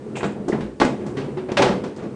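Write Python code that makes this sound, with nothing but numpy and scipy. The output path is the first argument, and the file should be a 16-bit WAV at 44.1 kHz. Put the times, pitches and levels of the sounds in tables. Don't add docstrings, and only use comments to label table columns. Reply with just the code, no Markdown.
import sys
import numpy as np
from scipy import signal
from scipy.fft import rfft, irfft, next_fast_len
from scipy.io import wavfile

SR = 44100
rng = np.random.default_rng(int(sys.argv[2]) if len(sys.argv) > 2 else 0)


def wrap_up_sound(samples):
    columns = np.atleast_2d(samples).T
    tamed = np.clip(columns, -1, 1)
    steps = np.round(tamed * 32767).astype(np.int16)
    wavfile.write(sys.argv[1], SR, steps)


N = 94815

# time in seconds, level in dB.
RUMBLE_LEVELS = [(0, -37), (.13, -32), (.42, -34), (.62, -27.5), (0.771, -41.5), (.95, -31), (1.25, -29.5),
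                 (1.45, -33.5), (1.749, -27.5), (1.951, -36.5), (2.15, -34)]
# frequency in Hz, level in dB.
RUMBLE_TONE = [(20, -50), (40, -37), (58, -10), (85, -9), (130, -4.5), (170, -7), (220, 0), (420, -3),
               (600, -13.5), (1000, -19), (2000, -30), (5000, -45.5)]
# frequency in Hz, width in Hz, boost in dB.
FRAME_PEAKS = [(137.6, 27, 10), (208.5, 15, 8.8), (354, 8.2, 10.7), (414, 90, 3.1), (496, 23, 8.4),
               (587, 39, 3.1)]
# frequency in Hz, level in dB.
HISS_TONE = [(100, -2), (1500, -3), (3000, -10), (6000, -14.5), (9000, -15), (10000, -30.5)]
# start in seconds, pitch in Hz, level in dB, fade time in seconds.
# A fade time is how long a sound takes to drop by 60 dB.
BOARD_THUDS = [(.064, 414, -26.5, 0.15), (.240, 146.5, -25.5, 0.3), (.250, 201.4, -20, 0.24),
               (.400, 199, -23.5, 0.2), (0.481, 361, -10.5, 0.033), (0.498, 357, -5.5, 0.032),
               (0.551, 229, -26.5, 0.11), (.626, 207, -19.5, .14), (.645, 60.5, -34.5, 0.43),
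               (.803, 272, -13, 0.19), (0.807, 32.6, -33.5, 0.32), (.815, 339.1, -15.5, 0.29),
               (.848, 249, -9.5, 0.14), (1.170, 140.3, -33.5, 1), (1.172, 268, -23.5, 0.24),
               (1.180, 407, -22, 0.25), (1.372, 370.5, -20, 0.42), (1.575, 568, -17.5, 0.56),
               (1.590, 385, -17, 0.62), (1.600, 127.2, -22, 0.2), (1.620, 497.4, -22, 0.7),
               (1.660, 51, -35, 0.3), (1.695, 194, -14.5, 0.28), (1.740, 186, -20, 0.12)]
# time in seconds, level in dB.
RASP_LEVELS = [(0.151, -71), (0.174, -42.5), (.2, -49.5), (0.223, -54.5), (0.254, -46), (.3, -57),
               (.35, -68)]
# frequency in Hz, width in Hz, level in dB.
RASP_PEAKS = [(2780, 350, -2), (3680, 300, 1.5), (7300, 2100, 0.81)]
# start in seconds, four levels in dB that shape the wood's tone
# (bass, body, clack, snap), rise time in seconds, level of the pin's ringing in dB.
PIN_KNOCKS = [(0.155, -49, -46, -31.5, -68, 0.0035, -56), (.167, -44.5, -35, -52, -43, 0.0028, -44),
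              (0.206, -38.5, -42.5, -38, -71.5, .002, -35), (.230, -30, -35, -39, -54.5, 0.0011, -33.5),
              (0.24, -28, -30, -37, -51, 0.002, -28.5), (0.355, -31.5, -37, -63, -72, 0.009, -49),
              (.482, -27, -31, -48.5, -40.5, 0.0027, -47), (.526, -20.5, -28, -39, -58, 0.004, -34.5),
              (.606, -32, -42.5, -42, -54, 0.0033, -38), (.799, -23, -25.5, -24.5, -33, 0.0045, -23.5),
              (.814, -20.5, -19.5, -30, -40.5, 0.0014, -16), (.848, -22.5, -38.5, -57, -36.5, 0.0025, -27),
              (1.000, -30, -46, -45, -70.5, 0.011, -46), (1.063, -32, -40, -55.5, -46.5, 0.0035, -38.5),
              (1.167, -30.5, -32.5, -34, -44.5, 0.0082, -32), (1.245, -29, -42, -50, -67, 0.0045, -46),
              (1.370, -35.5, -35.5, -41.5, -56.5, 0.0052, -43.5),
              (1.486, -30, -33.5, -41, -60.5, 0.0048, -44.5), (1.517, -26, -37, -44.5, -46.5, 0.0014, -55),
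              (1.569, -26, -23, -20.5, -28.5, 0.0037, -20), (1.592, -20, -18, -52, -72, .003, -22.5),
              (1.619, -22, -18, -21.5, -29, 0.0031, -15), (1.675, -22.5, -23.5, -31, -40, 0.012, -28),
              (1.837, -27.5, -34.5, -42, -46.5, 0.0044, -40), (1.962, -40, -54, -55.5, -50, 0.0034, -56),
              (1.979, -34, -36.5, -43.5, -68.5, 0.0098, -43), (2.022, -24, -38.5, -50.5, -53, 0.0089, -37)]
KNOCK_BANDS_HZ = [250, 750, 2600, 7000]
# frequency in Hz, level in dB.
WOOD_TONE = [(20, -37), (45, -37.5), (90, -24), (130, -9.5), (240, -1.5), (400, -1), (750, -5),
             (1500, -10.5), (2600, -12), (4500, -13.5), (8000, -20), (10000, -29.5)]
# pitch in Hz, dB added to the ringing level, fade time in seconds.
PIN_NOTES = [(853, -8, 0.33), (1013, -14.5, 0.12), (1127, -10, 0.21), (1185, -17.5, 0.2), (1482, -14, 0.25),
             (1643, -11.5, 0.23), (1903, -15.5, 0.25), (2085, -20, 0.36), (2500, -18.5, 0.34),
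             (3180, -35.5, 0.66)]
# frequency in Hz, fade time in seconds.
ROOM_FADES = [(60, 0.4), (200, 0.61), (500, 0.43), (1200, 0.37), (3000, .34), (6000, 0.34), (10000, 0.28)]


def gain(db):
    return 10 ** (np.asarray(db) / 20)


def normalise(sound):
    return sound / np.sqrt(np.mean(sound ** 2) + 1e-20)


def look_up(points, hz):
    freqs, values = np.transpose(points)
    return np.interp(np.log(hz + 1), np.log(freqs + 1), values)


def peak(hz, centre, width):
    return 1 / (1 + (2 * (hz - centre) / width) ** 2)


def filtered(sound, response):
    size = next_fast_len(len(sound) + 8192)
    return irfft(rfft(sound, size) * response(np.fft.rfftfreq(size, 1 / SR)), size)[:len(sound)]


def room_fade(sound, late_db=-20, late_fade_s=0.4):
    hz, t, spectrum = signal.stft(sound, SR, nperseg=256)
    early = gain(-60 * t / look_up(ROOM_FADES, hz)[:, None])
    late = gain(late_db - 60 * t / late_fade_s)
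    return signal.istft(spectrum * np.hypot(early, late), SR)[1][:len(sound)]


def ring(t, hz, fade_s):
    return np.sin(2 * np.pi * hz * t) * gain(-60 * t / fade_s)


def frame_rumble():
    boost_db = lambda hz: sum(db * peak(hz, centre, width) for centre, width, db in FRAME_PEAKS)
    noise = filtered(rng.standard_normal(N), lambda hz: gain(look_up(RUMBLE_TONE, hz) + boost_db(hz)))
    level_db = np.interp(np.arange(N) / SR, *np.transpose(RUMBLE_LEVELS))
    return gain(level_db) * normalise(noise)


def room_hiss(level_db=-57.5):
    noise = filtered(rng.standard_normal(N), lambda hz: gain(look_up(HISS_TONE, hz)))
    return gain(level_db) * normalise(noise)


def board_thuds(rise_s=0.0007):
    out, t = np.zeros(N), np.arange(SR) / SR
    for start, hz, db, fade_s in BOARD_THUDS:
        add(out, start, gain(db) * ring(t, hz, fade_s) * (1 - np.exp(-t / rise_s)))
    return out


def cord_rasp(slips_per_s=1900):
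    slips = rng.standard_normal(N) * (rng.random(N) < slips_per_s / SR)
    tone = lambda hz: sum(gain(db) * peak(hz, centre, width) for centre, width, db in RASP_PEAKS)
    times, levels_db = np.transpose(RASP_LEVELS)
    swell = np.interp(np.arange(N) / SR, times, gain(levels_db), left=0, right=0)
    return swell * normalise(filtered(slips, tone))


def pin_knocks(crack_db=11.5, crack_fade_s=0.031, hard_rise_s=0.005, scatter_db=2.5, detune=0.003):
    out, t = np.zeros(N), np.arange(SR) / SR
    wood_rms = np.sqrt(np.mean(gain(look_up(WOOD_TONE, np.arange(SR // 2))) ** 2))
    for start, *bands_db, rise_s, ring_db in PIN_KNOCKS:
        bands = list(zip(KNOCK_BANDS_HZ, bands_db))
        tone = lambda hz: gain(look_up(WOOD_TONE, hz) + look_up(bands, hz))
        wash = room_fade(2 * filtered(rng.standard_normal(SR), tone) / wood_rms)
        ringing = np.zeros(SR)
        for hz, db, fade_s in PIN_NOTES:
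            strength = rng.choice([-1, 1]) * gain(ring_db + db + rng.normal(0, scatter_db))
            ringing += strength * ring(t, hz * rng.normal(1, detune), fade_s)
        crack = 1 + gain(crack_db - 60 * t / crack_fade_s) / (1 + (rise_s / hard_rise_s) ** 2)
        rise = 1 - np.exp(-t / rise_s)
        add(out, start, rise * crack * (wash + ringing))
    return out


def cord_squeak(start_s=0.5205, length_s=0.013, from_hz=2200, to_hz=1680, level_db=-29, echo_db=-6):
    out, progress = np.zeros(N), np.linspace(0, 1, int(length_s * SR))
    hz = to_hz + (from_hz - to_hz) * (1 - progress) ** 2
    swell = np.sin(np.pi * np.sqrt(progress))
    squeak = gain(level_db) * swell * np.sin(2 * np.pi * np.cumsum(hz) / SR)
    room = room_fade(rng.standard_normal(SR // 2))
    echo = signal.fftconvolve(squeak, room / np.linalg.norm(room))
    add(out, start_s, squeak)
    add(out, start_s, gain(echo_db) * echo)
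    return out


def add(track, start_s, sound):
    part = track[round(start_s * SR):][:len(sound)]
    part += sound[:len(part)]


def scene():
    return (frame_rumble() + room_hiss() + board_thuds() + cord_rasp() + pin_knocks() + cord_squeak())[None]


def record(dry):
    ceiling, top_hz = 0.69, 10050
    rounded = dry / (1 + np.abs(dry / ceiling) ** 10) ** (1 / 10)
    return np.array([filtered(channel, lambda hz: hz < top_hz) for channel in rounded])


dry = scene()
out = record(dry)
wrap_up_sound(out)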